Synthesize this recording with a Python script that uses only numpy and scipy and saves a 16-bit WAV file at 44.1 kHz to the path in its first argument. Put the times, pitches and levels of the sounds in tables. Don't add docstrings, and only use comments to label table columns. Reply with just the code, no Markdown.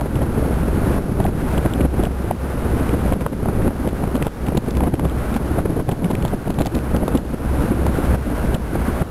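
import sys
import numpy as np
from scipy import signal
from scipy.fft import rfft, irfft
from scipy.io import wavfile
from scipy.ndimage import uniform_filter1d

SR = 44100
rng = np.random.default_rng(int(sys.argv[2]) if len(sys.argv) > 2 else 0)


def boost(x):
    u = np.asarray(x, float) / 20
    return 10 ** u


def pcm_store(signal):
    levels = np.round(np.clip(np.atleast_2d(signal), -1, 1) * 32767)
    wavfile.write(sys.argv[1], SR, levels.astype(np.int16).T)


N = 401310


def evened(x):
    return x / np.sqrt(np.mean(x ** 2) + 1e-20)


def add(mix, centre_s, sound):
    start = max(round(centre_s * SR) - len(sound) // 2, 0)
    part = mix[start:][:len(sound)]
    part += sound[:len(part)]


def drift(top_hz):
    hz = np.fft.rfftfreq(N, 1 / SR)
    colour = np.exp(-(hz / top_hz) ** 2) / np.sqrt(hz + top_hz / 4)
    return evened(irfft(rfft(rng.standard_normal(N)) * colour, N))


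def noise(points):
    points_hz, points_db = np.transpose(points)
    hz = np.fft.rfftfreq(N, 1 / SR)
    colour = boost(np.interp(np.log(hz + 1), np.log(points_hz), points_db))
    return evened(irfft(rfft(rng.standard_normal(N)) * colour, N))


# time in seconds, wind in dB, engine hum in dB.
BREEZE_ROWS = [(0, 1.5, 0.5), (0.499, -0.5, 2), (1, -0.5, 0.5), (1.249, 4.5, 0), (1.5, -3.5, -2.5),
               (2, 0, 2.5), (2.5, -4, -3.5), (3, -1, 1), (3.501, 2, -0.5), (4.401, -3.5, 0.5),
               (4.998, 3, 4), (5.298, -5.5, 0), (5.701, 3.5, -2), (6.5, -1.5, -1.5), (7, -0.5, -1),
               (7.7, -1.5, -1.5), (8.5, -3.5, 0), (9.1, -5, -4)]


def breeze(column):
    rows = np.array(BREEZE_ROWS)
    return boost(np.interp(np.arange(N) / SR, rows[:, 0], rows[:, column]))


# frequency in Hz, density in dB per Hz.
ROAR_SPECTRUM = [(10, -4), (28, 3.5), (40, -3.5), (80, 1.5), (200, -0.5), (300, -3), (500, -11),
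                 (1000, -24), (3000, -54)]


def roar():
    air = noise(ROAR_SPECTRUM)
    low = signal.sosfilt(signal.butter(2, 220, fs=SR, output="sos"), air)
    flutter = evened(boost(2.7 * drift(150)) * (air - low))
    return boost(-21 + 1.2 * drift(40)) * breeze(column=1) * (low + flutter)


# frequency in Hz, level in dB rms.
HUM_LINES = [(44, -37), (53, -33.5), (59, -33), (65.3, -30.5), (68.2, -30.5)]


def engine():
    t = np.arange(N) / SR
    hum = np.zeros(N)
    for hz, db in HUM_LINES:
        strength = boost(db + 2.5 * drift(1.5))
        waver_cycles = np.cumsum(0.4 * drift(1.5)) / SR
        hum += strength * np.sin(2 * np.pi * (hz * t + waver_cycles + rng.random()))
    return np.sqrt(2) * hum * breeze(column=2)


# frequency in Hz, density in dB per Hz.
WASH_SPECTRUM = [(150, -7.5), (500, -1), (900, -7), (1200, -8.5), (1500, -8), (1750, -14), (2500, -19.5),
                 (3500, -25.5), (5500, -30.5)]


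def water():
    return boost(-31 + 0.89 * drift(25)) * noise(WASH_SPECTRUM)


def sized(own, usual, stray_count, stray_db, reach_s, pitch_hz, usual_ms):
    listed = own + usual
    luck = np.clip(rng.standard_normal((stray_count, 2)), -2, 2)
    s, db, _ = np.array(listed)[rng.integers(0, len(listed), stray_count)].T
    stray_s = np.clip(s + reach_s * luck[:, 0], 0, N / SR - 0.1)
    strays = np.c_[stray_s, db + stray_db + 2.5 * luck[:, 1], np.full(stray_count, usual_ms)]
    rows = np.r_[listed, strays]
    pitch_scatter, length_scatter = 0.11, 0.2
    scatter = np.exp(rng.uniform(-1, 1, (len(rows), 2)) * [pitch_scatter, length_scatter])
    scatter[:len(own), 1] = 1
    return np.c_[rows[:, :2], pitch_hz * scatter[:, 0], rows[:, 2] * scatter[:, 1]]


def bursts(table, looseness, depth, lump_db, lumps_hz):
    out = np.zeros(N)
    size = 4096
    jolts = rng.standard_normal((len(table), size))
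    lumps = boost(lump_db * drift(lumps_hz))
    hz = np.fft.rfftfreq(size, 1 / SR) + 1
    for (s, db, pitch_hz, ms), jolt in zip(table, jolts):
        resonance = 1 / (1 + ((hz / pitch_hz - pitch_hz / hz) / looseness) ** 2)
        push = depth / (1 + (hz / pitch_hz) ** 4)
        ring = signal.hilbert(irfft(rfft(jolt) * (resonance + push)))
        ring = (ring / np.sqrt(abs(ring) + 1e-9)).real
        length = min(int(ms * SR / 1000) + 8, size)
        shape = np.sin(np.pi * np.linspace(0, 1, length) ** 1.4) ** 2
        lump = lumps[int(s * SR):][:length]
        add(out, s - ms / 9000, boost(db) * evened(ring[:length] * shape * lump))
    return out


# time in seconds, level in dB rms, length in ms, pitch in Hz.
LONE_CRACKLES = [(0.0113, -33, 5.3, 3030), (0.1568, -31, 3.5, 3100), (1.243, -30, 2, 3080),
                 (1.265, -31.5, 7.2, 2380), (1.5809, -32, 18, 2560), (1.7372, -27, 4.3, 3040),
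                 (1.8113, -30.5, 16.6, 2430), (2.0533, -31, 7.2, 3000), (2.8938, -32, 8.8, 2400),
                 (3.063, -35, 5.3, 2650), (3.1349, -32, 4.3, 2830), (3.2097, -33, 4.4, 2250),
                 (3.623, -38, 16, 2130), (4.2264, -24, 7.7, 2200), (4.4688, -37.5, 23, 2850),
                 (4.6627, -37, 3.2, 2420), (4.7084, -33.5, 7, 3600), (5.098, -35, 3.7, 3000),
                 (5.9187, -38.5, 30, 3180), (6.0448, -30.5, 9.7, 2500), (6.1096, -37.5, 32, 3030),
                 (6.1532, -24, 2.9, 2760), (6.281, -34, 4.5, 3650), (6.6198, -26.5, 5.6, 3010),
                 (6.671, -34, 15, 3440), (6.7508, -33, 15, 3400), (6.7902, -29.5, 2.4, 2500),
                 (6.965, -25, 2.2, 4280), (7.1757, -31.5, 9.9, 3500), (7.867, -32.5, 3.7, 4900)]
# time in seconds, boom in dB, slap in dB, crackle in dB.
GUST_STRIKES = [(0.2204, -19.5, -18, -57), (1.2035, -23, -16, -34.5), (1.659, -14, -21.5, -46),
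                (2.0374, -18, -19.5, -33), (2.3118, -21.5, -8.5, -37), (3.1242, -18.5, -13.5, -50),
                (3.2646, -23, -13.5, -46.5), (3.8754, -21.5, -16, -34.5), (4.156, -18.5, -16, -33),
                (4.2233, -20.5, -21.5, -49), (4.2688, -19, -13, -33), (4.4858, -16.5, -22, -32),
                (4.5769, -15.5, -15, -24.5), (4.7714, -20, -20.5, -29.5), (4.9413, -15, -18.5, -32.5),
                (4.9963, -25.5, -22, -33), (5.053, -15.5, -23, -35.5), (5.365, -16.5, -13.5, -29.5),
                (5.8916, -16, -13, -37.5), (6.252, -18.5, -17, -29), (6.3374, -21.5, -18.5, -49),
                (6.5059, -18, -24.5, -32.5), (6.589, -19.5, -18.5, -31), (6.611, -14.5, -15.5, -33),
                (6.66, -27, -19, -28), (7.0812, -32, -12.5, -32), (7.1532, -14, -18.5, -33),
                (8.146, -23.5, -19, -50), (8.5474, -20.5, -10, -27), (9.019, -17.5, -22.5, -44)]


def crackles():
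    pitch_hz, usual_ms = 3100, 6.3
    in_gusts = [(s, crackle_db, usual_ms) for s, _, _, crackle_db in GUST_STRIKES]
    fine = sized([], in_gusts, 45, -8, 0.019, pitch_hz, usual_ms)
    fine = np.r_[fine, [(s, db, hz, ms) for s, db, ms, hz in LONE_CRACKLES]]
    return boost(-1.5) * bursts(fine, looseness=0.55, depth=0.7, lump_db=6, lumps_hz=500)


# time in seconds, level in dB rms, length in ms, boom beneath in dB.
MIDDLE_EDDIES = [(0.015, -21.5, 22.6, -22), (0.0608, -18, 7.0, -22), (1.2555, -19.5, 24.5, -21),
                 (1.5784, -18.5, 10, -42), (1.8509, -17.5, 17, -17.5), (2.0704, -20, 7.2, -20.5),
                 (3.2194, -20.5, 10, -20.5), (3.3328, -24, 14, -21.5), (3.4587, -18, 8.4, -27),
                 (3.4877, -20, 10.3, -18.5), (3.7081, -17, 4.8, -30.5), (3.852, -26.5, 32, -28.5),
                 (4.0396, -21, 15, -20), (4.5228, -19.5, 6.1, -26), (4.8077, -17, 7.3, -28.5),
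                 (4.838, -19, 12, -17), (4.8785, -18, 12.7, -17), (5.5888, -17, 19.6, -22.5),
                 (5.8006, -21.5, 16, -20), (5.921, -29, 40, -20), (6.1103, -19.5, 28, -23.5),
                 (6.3266, -25, 3.4, -27), (6.4755, -26, 31, -21.5), (6.6735, -25.5, 14.3, -23),
                 (6.9489, -21, 12, -18.5), (6.9665, -20.5, 15.3, -20), (7.034, -24.5, 16.4, -18.5),
                 (7.3421, -31, 20, -19.5), (7.867, -16, 12.5, -35), (8.7562, -23.5, 14, -20)]


def slaps():
    pitch_hz, usual_ms, usual_db = 664, 7.3, -17.5
    shrink = 0.45
    in_gusts = [(s, db, usual_ms * boost(shrink * (usual_db - db))) for s, _, db, _ in GUST_STRIKES]
    alone = [row[:3] for row in MIDDLE_EDDIES]
    middle = sized(alone, in_gusts, 12, -10, 0.028, pitch_hz, usual_ms)
    return boost(-2.5) * bursts(middle, looseness=0.46, depth=0.71, lump_db=2.1, lumps_hz=180)


# time in seconds, level in dB rms, length in ms.
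LARGE_EDDIES = [(0.164, -16.5, 35), (0.485, -24, 26), (0.573, -17.5, 20), (0.628, -21.5, 53),
                (0.684, -17.5, 26), (0.997, -24, 73), (1.122, -19, 23.5), (1.297, -21.5, 24),
                (1.448, -34, 22.6), (1.813, -15.5, 37), (1.999, -17, 37.5), (2.94, -16.5, 57),
                (3.164, -22, 55), (3.431, -16.5, 22), (3.573, -23.5, 31), (3.678, -16.5, 59),
                (4.076, -16, 21.7), (4.553, -15.5, 19), (4.684, -18.5, 45), (5.515, -21, 53),
                (5.658, -15, 25), (5.701, -17.5, 31), (5.772, -19, 30), (6.055, -17, 53),
                (6.138, -17, 22.5), (6.765, -19, 93), (7.125, -22, 21.5), (7.715, -13.5, 43),
                (8.444, -19.5, 60), (8.889, -18, 37)]


def booms():
    pitch_hz, usual_ms = 189, 42
    beneath = [(s, boom_db, usual_ms) for s, _, _, boom_db in MIDDLE_EDDIES]
    in_gusts = [(s, boom_db, usual_ms) for s, boom_db, _, _ in GUST_STRIKES]
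    large = sized(LARGE_EDDIES, beneath + in_gusts, 24, -9, 0.06, pitch_hz, usual_ms)
    return boost(-1) * bursts(large, looseness=1.3, depth=0.5, lump_db=1.4, lumps_hz=60)


def eddies():
    return (crackles() + slaps() + booms()) / camera_gain()


# time in seconds, gain just after in dB, climb in dB per second.
GAIN_DUCKS = [(0.068, -2.5, 29), (0.24, 1, 15), (0.989, -4.5, 25), (1.294, -3.5, 59.5), (1.591, 3.5, 22),
              (1.863, -1.5, 24), (2.06, -2.5, 23), (2.321, 0, 18), (2.928, 2.7, 26.5), (3.143, -4, 27),
              (3.273, -5, 30), (3.681, -1.5, 25), (3.891, -1, 28), (4.057, -0.5, 22), (4.284, -4, 25),
              (4.511, -3.5, 25.5), (4.885, -5, 33), (5.378, 1, 22.5), (5.61, -3, 24), (5.818, -6, 23.5),
              (6.081, -1, 23.5), (6.351, -3.5, 17.5), (6.638, -2, 26), (6.973, -0.5, 23.5),
              (7.192, -2.5, 14.5), (7.348, -5, 53), (7.689, 6, 27), (8.159, -1, 22), (8.557, -1, 29),
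              (9.026, -3, 16)]


def camera_gain():
    s, after_db, climb_db_per_s = np.transpose([(0.014, -1.3, 12.5)] + GAIN_DUCKS)
    t = np.arange(N) / SR
    last = np.clip(np.searchsorted(s, t, "right") - 1, 0, None)
    climb_db = after_db[last] + climb_db_per_s[last] * (t - s[last])
    knee_db, slowing = 2.5, 0.32
    climb_db = np.minimum(climb_db, knee_db + slowing * (climb_db - knee_db))

    share, from_db, lag_s, recovery_s = 0.25, -23.5, 0.018, 0.15
    peaks = [row[:2] for row in LARGE_EDDIES + MIDDLE_EDDIES]
    peaks += [(row[0], max(row[1:])) for row in GUST_STRIKES]
    nudges = np.zeros(N + SR)
    for at_s, db in peaks:
        nudges[int((at_s + lag_s) * SR)] += share * max(db - from_db, 0)
    nudge_db = signal.lfilter([1], [1, -np.exp(-1 / (recovery_s * SR))], nudges)[:N]
    return boost(uniform_filter1d(climb_db - nudge_db, size=200))


def scene():
    return (roar() + engine() + water() + eddies())[None]


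def band_limit(x):
    return signal.sosfilt(signal.butter(12, 15760, fs=SR, output="sos"), x)


def record(dry):
    x = 0.73 * np.tanh(dry * camera_gain() / 0.83)
    x = signal.oaconvolve(x, signal.firwin(31, 6200, fs=SR)[None], "same", axes=1)
    converter_hz, levels = 11026, 128
    ticks = np.floor(np.arange(N) * converter_hz / SR)
    held = x[:, np.ceil(ticks * SR / converter_hz).astype(int)]
    steps = np.round(held * levels + 0.44) / levels
    output_filter = signal.firwin(511, 15700, window=("kaiser", 9), fs=SR)
    mix = signal.oaconvolve(steps, output_filter[None], "same", axes=1)
    return band_limit(mix)


dry = scene()
out = record(dry)
pcm_store(out)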